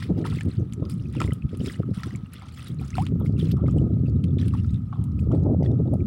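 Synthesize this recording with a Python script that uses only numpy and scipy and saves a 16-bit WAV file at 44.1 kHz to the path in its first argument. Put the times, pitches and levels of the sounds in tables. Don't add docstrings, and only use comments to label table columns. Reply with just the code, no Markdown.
import sys
import numpy as np
from scipy import signal
from scipy.fft import rfft, irfft, next_fast_len
from scipy.io import wavfile
from scipy.ndimage import uniform_filter1d, minimum_filter1d, map_coordinates

SR = 44100
rng = np.random.default_rng(int(sys.argv[2]) if len(sys.argv) > 2 else 0)


def transcribe(u):
    v = np.clip(np.atleast_2d(u).T, -1, 1)
    q = np.round(v * 32767).astype(np.int16)
    wavfile.write(sys.argv[1], SR, q)


N = 267466


def amp(db):
    return 10 ** (np.asarray(db) / 20)


def unit_rms(x):
    return x / np.sqrt(np.mean(x ** 2) + 1e-20)


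def noise(size):
    return rng.standard_normal(size)


def wobble(rate_hz):
    return map_coordinates(noise(N // 20), [np.arange(N) * rate_hz / SR], mode="wrap")


def filtered(x, response):
    size = next_fast_len(N + 8192)
    return irfft(rfft(x, size) * response(np.fft.rfftfreq(size, 1 / SR)), size)[:N]


def coloured(x, spectrum):
    knots_hz, db = np.transpose(spectrum)
    return unit_rms(filtered(x, lambda hz: amp(np.interp(np.log(hz + 1), np.log(knots_hz), db))))


def even(x, window_s):
    size = max(3, int(window_s * SR))
    power = uniform_filter1d(uniform_filter1d(x * x, size), size)
    return x / np.sqrt(np.abs(power) + 1e-6)


def band(x, lo_hz, hi_hz):
    edges_hz = [lo_hz, min(hi_hz, .49 * SR)]
    return signal.sosfilt(signal.butter(2, edges_hz, "band", fs=SR, output="sos"), x)


def add(track, start_s, sound):
    part = track[max(0, round(start_s * SR)):][:len(sound)]
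    part += sound[:len(part)]


def bubble(t, hz, cycles, rise):
    age = t * hz / cycles
    return np.sin(2 * np.pi * hz * t * (1 + rise * age / 2)) * np.exp(-age) * (1 - np.exp(-t * hz))


def bubble_cloud(count, lo_hz, hi_hz, cycles, rise, spread_db, samples):
    when, pitch, life, strength = rng.random((count, 4)).T[:, :, None]
    k = np.arange(samples)
    rings = bubble(k / SR, lo_hz * (hi_hz / lo_hz) ** pitch, cycles * (.5 + life), rise)
    rings *= amp(-spread_db * np.log(1 - .99 * strength))
    positions = (when * N).astype(int) + k
    return np.bincount(positions.ravel(), rings.ravel(), N)[:N]


def leg_push(age_s, length_s, attack_s=0.012, sag_db_per_s=30, release_db_per_s=329.5):
    fall_db = sag_db_per_s * np.maximum(age_s, 0) + release_db_per_s * np.maximum(age_s - length_s, 0)
    return np.clip(age_s / attack_s + .5, 0, 1) * amp(-fall_db)


# (start [s], length [s], slosh [dB], spray [dB])
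LEG_SWEEPS = [(0, 0.048, -46.5, -54), (0.169, 0.044, -56, -64), (0.248, 0.016, -44.5, -51),
              (0.3, 0.11, -49.5, -55.5), (0.486, 0.06, -56, -64.5), (0.892, 0.027, -57.5, -50.5),
              (0.968, 0.15, -67.5, -72.5), (1.134, 0.057, -54, -62.5), (1.203, 0.06, -51.5, -52),
              (1.325, 0.012, -59.5, -61.5), (1.487, 0.11, -62, -69.5), (1.591, 0.077, -57.5, -56.5),
              (1.643, 0.032, -50, -50), (1.676, 0.075, -50, -54), (1.937, 0.2, -52, -58),
              (2.14, 0.26, -65, -89), (2.321, 0.18, -53.5, -67.5), (2.524, 0.061, -61, -58),
              (2.569, 0.13, -52, -57), (2.795, 0.24, -58.5, -61.5), (2.95, 0.087, -52, -53.5),
              (3.25, 0.011, -58.5, -58.5), (3.38, 0.12, -52.5, -58), (3.67, 0.042, -59.5, -67),
              (3.771, 0.0067, -64, -61.5), (4.059, 0.012, -64.5, -72), (4.384, 0.046, -52.5, -61),
              (4.445, 0.037, -57, -62), (4.529, 0.07, -59.5, -65), (4.645, .025, -67, -67.5),
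              (4.698, 0.0092, -65, -66.5), (4.731, 0.016, -62.5, -70.5), (4.923, 0.11, -69.5, -83),
              (5.19, 0.0099, -76.5, -60.5), (5.318, 0.056, -61, -68.5), (5.63, 0.031, -60, -64),
              (5.935, 0.0052, -83, -65.5)]
# (frequency [Hz], gain [dB])
CHURN_SPECTRUM = [(400, -16.5), (800, -24), (1300, 3), (1600, -1.5), (2000, 1.5), (2600, 1.5), (3500, 5),
                  (4700, -3), (6000, -3), (9000, -40)]
SPRAY_SPECTRUM = [(2500, -15.5), (4000, -12.5), (5200, -2), (6000, -19.5), (7000, -6), (9300, -1),
                  (11500, -10.5), (13700, -13), (15000, -13), (16000, 7.5)]
WASH_SPECTRUM = [(350, -13), (600, 0.5), (1000, -0.5), (1800, 0), (3000, -9.5), (5000, -23.5)]


def wading(trickle_db=-69, fade_db_per_s=1.24, clump_db=2.0, wash_db=-10, settle_s=0.13):
    t = np.arange(N) / SR
    slosh = amp(trickle_db - fade_db_per_s * t)
    spray = slosh * amp(-12)
    for start_s, length_s, slosh_db, spray_db in LEG_SWEEPS:
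        push = leg_push(t - start_s, length_s)
        slosh = np.hypot(slosh, amp(slosh_db) * push)
        spray = np.hypot(spray, amp(spray_db) * push)
    churn = bubble_cloud(11000, 900, 6500, cycles=3.2, rise=.002, spread_db=3.9, samples=450)
    drops = bubble_cloud(10000, 4000, 16000, cycles=3.6, rise=.002, spread_db=4.4, samples=200)
    clicks = bubble_cloud(1700, 2500, 9000, cycles=.5, rise=0, spread_db=4.5, samples=100)
    plinks = bubble_cloud(700, 2400, 9500, cycles=14, rise=.003, spread_db=3, samples=1500)
    churn = even(coloured(unit_rms(churn) + 0.65 * noise(N), CHURN_SPECTRUM), window_s=.05)
    drops = even(coloured(unit_rms(drops) + 0.16 * noise(N), SPRAY_SPECTRUM), window_s=.07)
    crackle = amp(-12) * even(unit_rms(band(clicks, 1600, 5000)), window_s=.06)
    spatter = amp(-11) * even(unit_rms(band(clicks, 6000, 11500)), window_s=.06)
    clumps = amp(clump_db * wobble(110))
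    pole = np.exp(-1 / (settle_s * SR))
    stirred = signal.lfilter([1 - pole], [1, -pole], slosh)
    wash = amp(wash_db) * stirred * coloured(noise(N), WASH_SPECTRUM)
    drips = np.minimum(slosh * amp(-9), amp(-62)) * unit_rms(plinks)
    return clumps * (slosh * churn + spray * drops + wash) + slosh * crackle + spray * spatter + drips


# (time [s], level [dB], pitch [Hz])
IMPACTS = [(0.026, -20.5, 1750), (0.2512, -18, 1300), (0.26, -23, 1940), (0.263, -16, 2700),
           (0.2705, -26.5, 4140), (0.346, -27.5, 3660), (0.409, -11.5, 3100), (0.4563, -34, 3870),
           (0.725, -25, 3370), (0.735, -27.5, 5100), (0.853, -27.5, 2220), (0.8978, -27, 4740),
           (0.9, -29, 3800), (1.1264, -33, 4300), (1.1511, -23.5, 1950), (1.204, -11.5, 1590),
           (1.2165, -5, 2070), (1.241, -18.5, 2940), (1.3342, -26.5, 12000), (1.5485, -26.5, 2030),
           (1.5726, -33, 4860), (1.608, -36.5, 2380), (1.66, -15.5, 3460), (1.6658, -32, 4570),
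           (1.684, -39, 3200), (1.9704, -28, 3400), (2.034, -13.5, 1750), (2.0598, -26, 3650),
           (2.069, -37, 5200), (2.1596, -31, 5160), (2.3355, -27, 5740), (2.5235, -34.5, 3900),
           (2.5931, -39, 2520), (2.683, -25.5, 4150), (2.7176, -44, 2600), (2.8134, -37, 5070),
           (2.8514, -40, 6000), (2.905, -29.5, 4830), (2.969, -18.5, 2250), (2.9824, -13.5, 1740),
           (3.0662, -13.5, 2580), (3.086, -30.5, 3280), (3.1997, -37, 7000), (3.3967, -17.5, 2750),
           (3.4138, -27.5, 3340), (3.512, -20, 2883), (3.5165, -14.5, 3550), (3.711, -38.5, 5600),
           (4.241, -19, 3200), (4.3893, -28.5, 3150), (4.4574, -33.5, 3710), (4.4815, -22, 3940),
           (4.538, -32, 1300), (4.645, -36, 1800), (4.741, -38, 4000), (4.9285, -30, 1480),
           (5.0403, -34, 5040), (5.1954, -32, 3240), (5.6396, -27.5, 3270), (5.6617, -33, 2450),
           (5.938, -33.5, 5000)]
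# (frequency [Hz], gain [dB], life [cycles])
IMPACT_MODES = [(1150, -2, 1.33), (2820, -2, 0.97), (8750, 3.5, 2.83)]


def slaps(fall_db_per_octave=15, patter_db=-25, patter_t60_s=0.041):
    out, t = np.zeros(N), np.arange(SR // 12) / SR
    mode_hz, mode_db, mode_cycles = np.transpose(IMPACT_MODES)
    patter_decay = amp(patter_db - 60 * t / patter_t60_s)
    for time_s, db, pitch_hz in IMPACTS:
        detune = np.exp(rng.normal(0, 0.19))
        octaves = np.abs(np.log2(mode_hz / pitch_hz))
        gains = amp(db + mode_db - fall_db_per_octave * (octaves - octaves.min()))
        for gain, hz, cycles in zip(gains, mode_hz * detune, mode_cycles):
            patter = unit_rms(band(noise(len(t)), hz / np.sqrt(2), hz * np.sqrt(2)))
            add(out, time_s, gain * (bubble(t, hz, cycles, rise=0) + patter * patter_decay))
    return out


# (time [s], level [dB], pitch [Hz])
SINGLE_BUBBLES = [(0.024, -30, 1910), (0.242, -34.5, 1800), (0.2543, -24, 1280), (0.276, -44, 2850),
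                  (0.309, -35, 3420), (.319, -39, 1990), (0.329, -39, 2650), (.358, -41, 1810),
                  (0.368, -37, 2540), (0.387, -29.5, 2130), (0.409, -27, 1760), (0.514, -38.5, 4050),
                  (.569, -47, 4530), (.611, -56, 6050), (.852, -41.5, 4900), (.997, -46, 2830),
                  (1.057, -43.5, 2480), (1.166, -36, 2770), (1.18, -38, 2520), (1.201, -27, 2000),
                  (1.2036, -16, 1284), (1.215, -19, 1300), (1.227, -45, 3530), (1.242, -34, 1980),
                  (1.2767, -32, 2100), (1.307, -31, 2000), (1.319, -31, 1280), (1.322, -32.5, 3000),
                  (1.4221, -38, 2560), (1.605, -35.5, 2970), (1.662, -34, 3820), (1.683, -31.5, 3220),
                  (1.698, -29.5, 1980), (1.741, -45, 1690), (1.743, -37, 2890), (1.759, -40, 2000),
                  (1.8318, -32, 1270), (1.998, -40, 1880), (2.0346, -25.5, 1330), (2.107, -37, 1910),
                  (2.151, -35, 2240), (2.26, -45, 2800), (2.356, -40, 2840), (2.364, -38, 3420),
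                  (2.414, -40.5, 2150), (2.576, -44, 1870), (2.578, -41, 3330), (2.594, -37, 2600),
                  (2.66, -42, 3880), (2.675, -36, 3860), (2.788, -44, 4100), (2.796, -39.5, 2430),
                  (2.9304, -37, 2090), (2.942, -33, 2600), (2.9538, -29, 1340), (3.261, -35.5, 2130),
                  (3.368, -45, 2730), (3.4, -32, 3430), (3.411, -32.5, 3170), (3.455, -40, 3380),
                  (3.49, -46, 2120), (3.663, -42, 2140), (3.683, -26.5, 1247), (3.785, -39.5, 2950),
                  (3.939, -56, 3840), (4.057, -46, 2650), (4.067, -44.5, 2610), (4.081, -49.5, 4540),
                  (4.162, -51, 3740), (4.2381, -41, 3000), (4.283, -48.5, 3560), (4.307, -51, 3450),
                  (4.385, -34, 3520), (4.399, -36, 3900), (4.413, -39, 3270), (4.428, -41, 1760),
                  (4.508, -45, 2690), (4.5369, -27.5, 1140), (4.578, -44, 2800), (4.588, -42, 2750),
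                  (4.598, -43, 2880), (4.645, -39, 1350), (4.693, -45.5, 3700), (4.744, -42, 3660),
                  (4.7593, -45, 3620), (4.927, -26.5, 1120), (4.957, -39, 1120), (5.191, -40.5, 2520),
                  (5.63, -43.5, 2020), (5.66, -38.5, 1880), (5.661, -38, 3370), (5.715, -48.5, 3630),
                  (5.876, -53.5, 3700), (6.0047, -43.5, 2320)]


def bubbles(jostle_depth=0.13, ref_cycles=4.93, ref_hz=1260):
    out, t = np.zeros(N), np.arange(SR // 20) / SR
    for time_s, db, hz in SINGLE_BUBBLES:
        jostle = 1 + jostle_depth * unit_rms(band(noise(len(t)), 150, 900))
        ring = bubble(t, hz, ref_cycles * np.sqrt(hz / ref_hz), rise=rng.normal(0.0029, 0.0033))
        add(out, time_s, amp(db) * jostle * ring)
    return out


def plop(start_s=2.982, start_hz=735, db=-20, climb_s=0.048, t60_s=0.125, burst_s=0.069):
    out, t = np.zeros(N), np.arange(SR // 10) / SR
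    quiver = wobble(260)[:len(t)] * t / climb_s
    pitch_hz = start_hz * (1 + 0.53 * (t / climb_s) ** 2 + 0.061 * quiver)
    ring = np.sin(2 * np.pi * np.cumsum(pitch_hz) / SR)
    attack = 1 - np.exp(-t / 0.00026)
    decay = amp(-60 * t / t60_s + 3.5 * quiver)
    cutoff = np.clip((burst_s - t) / .006, 0, 1)
    add(out, start_s, amp(db) * ring * attack * decay * cutoff)
    return out


# (time [s], level [dB], t60 [s])
PAW_PRESSES = [(0.248, -32.5, 0.1), (0.324, -37.5, 0.055), (0.823, -50.5, 0.41), (1.202, -38, 0.25),
               (1.964, -50, 1), (2.034, -64, 0.2), (2.419, -46, 0.24), (2.59, -59, 0.23), (2.81, -45, 0.19),
               (3.195, -42, 0.16), (3.565, -45.5, 0.51), (4.541, -39, 0.091), (4.927, -37, 0.064),
               (4.956, -54.5, 0.98), (5.311, -37, 0.09)]
# (frequency [Hz], gain [dB])
GURGLE_SPECTRUM = [(350, -45.5), (700, -4.5), (1100, 5.5), (1350, 10), (1700, -40.5), (3500, -4),
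                   (6000, -20)]


def squelches(attack_s=0.002):
    press, t = np.zeros(N), np.arange(SR // 4) / SR
    for time_s, db, t60_s in PAW_PRESSES:
        add(press, time_s, amp(db - 60 * t / t60_s) * (1 - np.exp(-t / attack_s)))
    gurgle = bubble_cloud(3000, 550, 3800, cycles=3, rise=.02, spread_db=3, samples=900)
    return press * even(coloured(gurgle, GURGLE_SPECTRUM), window_s=.012)


# (time [s], level [dB], first droplet pitch [Hz])
AIR_POCKETS = [(0.1887, -46, 4910), (0.2834, -47, 4020), (0.2993, -35, 4130), (0.3575, -38, 4560),
               (0.433, -37, 8800), (0.4907, -46, 4140), (0.598, -49, 5880), (0.9794, -49, 4000),
               (1.0228, -49, 5030), (1.0526, -57, 5500), (1.0858, -50, 5700), (1.0999, -50, 4100),
               (1.203, -26, 5090), (1.308, -52.5, 7770), (1.67, -32, 4870), (1.7232, -39, 8800),
               (1.737, -45, 8600), (1.9058, -52, 3920), (1.9465, -44.5, 4070), (2.4217, -45, 4480),
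               (2.4852, -44, 4550), (2.5464, -45, 7500), (2.745, -47, 6760), (2.8798, -38.5, 4970),
               (2.9536, -32, 4050), (3.023, -37, 9500), (3.052, -42, 4420), (3.265, -44, 5530),
               (3.3237, -50, 4150), (3.5687, -47.5, 5460), (3.679, -48, 4770), (3.7828, -45, 7860),
               (3.816, -55.5, 4030), (4.097, -49.5, 4490), (4.34, -56, 4240), (4.5392, -45, 4800),
               (4.6357, -49.5, 5340), (4.6645, -51, 5330), (4.7067, -47, 4030), (5.1175, -54, 4090),
               (5.319, -48.5, 5660), (5.435, -49, 4050), (5.63, -43.5, 4790), (5.7144, -50, 5230)]


def mud_ticks(ring_db=-3.5, snap_db=-9, snap_t60_s=0.0054, fizz_db=-24, fizz_t60_s=0.04, top_hz=10500):
    out, t = np.zeros(N), np.arange(SR // 25) / SR
    burst = amp(snap_db - 60 * t / snap_t60_s) + amp(fizz_db - 60 * t / fizz_t60_s)
    for time_s, db, first_hz in AIR_POCKETS:
        add(out, time_s, amp(db) * band(noise(len(t)) * burst, 3200, 11000))
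        for k, (lag, height) in enumerate(rng.random((4, 2))):
            hz = first_hz * (top_hz / first_hz) ** height if k else first_hz
            droplet = bubble(t, hz, cycles=7.5, rise=.002)
            add(out, time_s + .002 * k * lag, amp(db + ring_db - 2 * k) * droplet)
    return out


# (time [s], rumble [dB], flutter [dB])
WIND_LEVELS = [(0, -31, -51.5), (2.15, -37.5, -66), (2.3, -42.5, -54), (2.58, -38.5, -59),
               (2.92, -37.5, -62), (3.1, -23.5, -33.5), (3.55, -20.5, -35), (3.68, -20, -27.5),
               (4.05, -21, -33.5), (4.45, -20.5, -40), (4.77, -23.5, -56), (4.89, -31.5, -78),
               (5.14, -23.5, -53), (5.305, -20.5, -30), (5.34, -19, -25), (5.66, -20, -27),
               (6.06, -23.5, -35.5)]
# (crest time [s], length [s], rumble [dB], flutter [dB])
WIND_PUFFS = [(0.114, 0.058, -28, -28.5), (0.195, 0.15, -28.5, -29.5), (0.337, 0.062, -23, -35.5),
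              (0.468, 0.039, -21, -29.5), (0.613, 0.049, -23.5, -29), (0.723, 0.0063, -22.5, -50),
              (0.822, 0.07, -37, -33), (0.967, 0.19, -28.5, -46.5), (1.191, 0.16, -29, -35),
              (1.266, 0.11, -25.5, -35.5), (1.453, 0.016, -18.5, -48), (1.54, 0.021, -32, -35),
              (1.628, 0.12, -33, -33), (1.81, 0.043, -29.5, -31.5), (1.894, 0.068, -25.5, -39),
              (1.974, 0.013, -39, -29), (2.059, 0.03, -27, -36), (2.154, 0.071, -30.5, -42),
              (2.73, 0.089, -31, -47.5), (2.818, 0.079, -28, -41.5), (2.992, 0.077, -22.5, -43.5),
              (3.222, 0.026, -34, -39.5), (3.43, 0.073, -24, -34.5), (3.805, 0.069, -20.5, -34),
              (4.159, 0.014, -16.5, -43), (4.422, 0.039, -30, -31), (4.636, 0.011, -21, -48.5),
              (4.74, 0.018, -20.5, -48), (5.004, 0.033, -21, -45.5), (5.23, 0.019, -22, -30.5),
              (5.35, 0.031, -29.5, -20.5), (5.702, 0.024, -25.5, -22), (5.778, .03, -24, -30.5),
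              (5.866, 0.031, -37.5, -28.5), (5.937, 0.021, -25, -22)]
# (frequency [Hz], gain [dB])
RUMBLE_SPECTRUM = [(20, -28.5), (35, -13.5), (50, -17.5), (70, 2), (110, 4.5), (180, -0.5), (270, -10.5),
                   (380, -29), (600, -49.5), (1200, -100)]
FLUTTER_SPECTRUM = [(120, -18.5), (250, 14.5), (350, 9), (480, -1), (700, -25.5), (1000, -42.5),
                    (1500, -61.5), (3000, -82)]
RASP_SPECTRUM = [(300, -32), (550, 10), (800, -3.5), (1100, -16.5), (1500, -38), (2500, -66.5)]


def wind(rasp_db=-16, hard_gust_db=-27):
    t = np.arange(N) / SR
    times_s, *levels_db = np.transpose(WIND_LEVELS)
    rumble_gain, flutter_gain = (amp(np.interp(t, times_s, db)) for db in levels_db)
    for crest_s, length_s, rumble_db, flutter_db in WIND_PUFFS:
        swell = np.exp(-2 * ((t - crest_s) / length_s) ** 2)
        rumble_gain = np.hypot(rumble_gain, amp(rumble_db) * swell)
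        flutter_gain = np.hypot(flutter_gain, amp(flutter_db) * swell)
    flutter_gain *= amp(0.8 * wobble(14))
    rumble = even(coloured(noise(N), RUMBLE_SPECTRUM), window_s=.09)
    swirl = (1.3 + np.abs(signal.hilbert(rumble))) * amp(6.25 * wobble(70))
    flutter = even(coloured(noise(N), FLUTTER_SPECTRUM) * swirl, window_s=.078)
    rasp = even(coloured(noise(N), RASP_SPECTRUM) * swirl, window_s=.57)
    rasp *= amp(rasp_db) * flutter_gain / amp(hard_gust_db)
    return rumble_gain * rumble + flutter_gain * (flutter + rasp)


# (time [s], push [dB], kink [dB])
EDDY_HITS = [(0.113, -11.5, -31), (0.123, -13, -39), (0.163, -20, -49), (0.23, -21, -50), (.584, -9.5, -38),
             (0.607, -23, -28.5), (.825, -13, -24), (1.249, -13, -27), (1.327, -12.5, -29.5),
             (1.445, -18, -43), (1.602, -14.5, -33), (1.614, -19, -26), (1.648, -19, -46),
             (1.801, -15.5, -21.5), (1.914, -17, -29), (1.978, -18, -45), (2.237, -20.5, -55),
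             (2.787, -26, -54), (3.14, 2.5, -37), (3.216, -28, -25), (3.296, -7.5, -25), (3.57, -23, -40),
             (3.69, -15, -27), (3.749, -11.5, -25), (4.084, -18, -27.5), (5.334, -18.5, -19),
             (5.361, -19, -23), (5.387, -7, -19), (5.48, -10.5, -23), (5.5, -6, -14.5), (5.537, -9, -19),
             (5.547, -22, -17), (5.591, 3.5, -46), (5.625, -12.5, -12.5), (5.641, -7, -15.5),
             (5.689, -5, -18), (5.707, -9, -21), (5.859, -16.5, -25), (5.936, -16.5, -21.5),
             (5.957, -6, -15.5)]


def eddies(push_hz=140, kink_hz=380, brightening_per_db=0.013, ref_kink_db=-31):
    out, t = np.zeros(N), np.arange(-SR // 50, SR // 50) / SR

    def swing(hz, cycles):
        return np.cos(2 * np.pi * hz * t + rng.normal(0, 0.59)) * np.exp(-(t * hz / cycles) ** 2)

    for time_s, push_db, kink_db in EDDY_HITS:
        push = swing(push_hz * np.exp(rng.normal(0, 0.15)), cycles=0.6)
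        kink = swing(kink_hz * np.exp(brightening_per_db * (kink_db - ref_kink_db)), cycles=0.53)
        add(out, time_s + t[0], amp(push_db) * push + amp(kink_db) * kink)
    return out


# (frequency [Hz], gain [dB])
HISS_SPECTRUM = [(940, -35), (1600, 5), (1790, 2), (2800, 0.5), (3420, -18), (3730, -2.5), (6850, -7.5),
                 (9100, -3.5), (12500, -12.5), (15500, -10)]


def background(ring_hz=1265, half_width_hz=65):
    hiss = coloured(noise(N), HISS_SPECTRUM)
    air = coloured(noise(N), [(100, -1), (500, 6), (1100, -4.5), (1800, -54), (4000, -37.5)])
    ring = unit_rms(filtered(noise(N), lambda hz: 1 / (1 + ((hz - ring_hz) / half_width_hz) ** 2)))
    ring *= amp(1.3 * wobble(8))
    return amp(-76) * hiss + amp(-64.5) * air + amp(-63.5) * ring


def scene():
    water = wading() + squelches() + slaps() + mud_ticks() + bubbles() + plop()
    return (water + wind() + eddies() + background())[None]


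def record(dry, ceiling_db=-11.5, low_cut_hz=42, top_hz=15830):
    def passband(hz):
        return hz ** 2 / np.hypot(hz ** 2, low_cut_hz ** 2) * (hz < top_hz)

    mono = dry[0]
    needed_gain = np.minimum(1, amp(ceiling_db) / (np.abs(mono) + 1e-9))
    held_gain = minimum_filter1d(needed_gain, size=400)
    gain = uniform_filter1d(uniform_filter1d(held_gain, size=200), size=200)
    return filtered(mono * gain, passband)[None]


dry = scene()
out = record(dry)
transcribe(out)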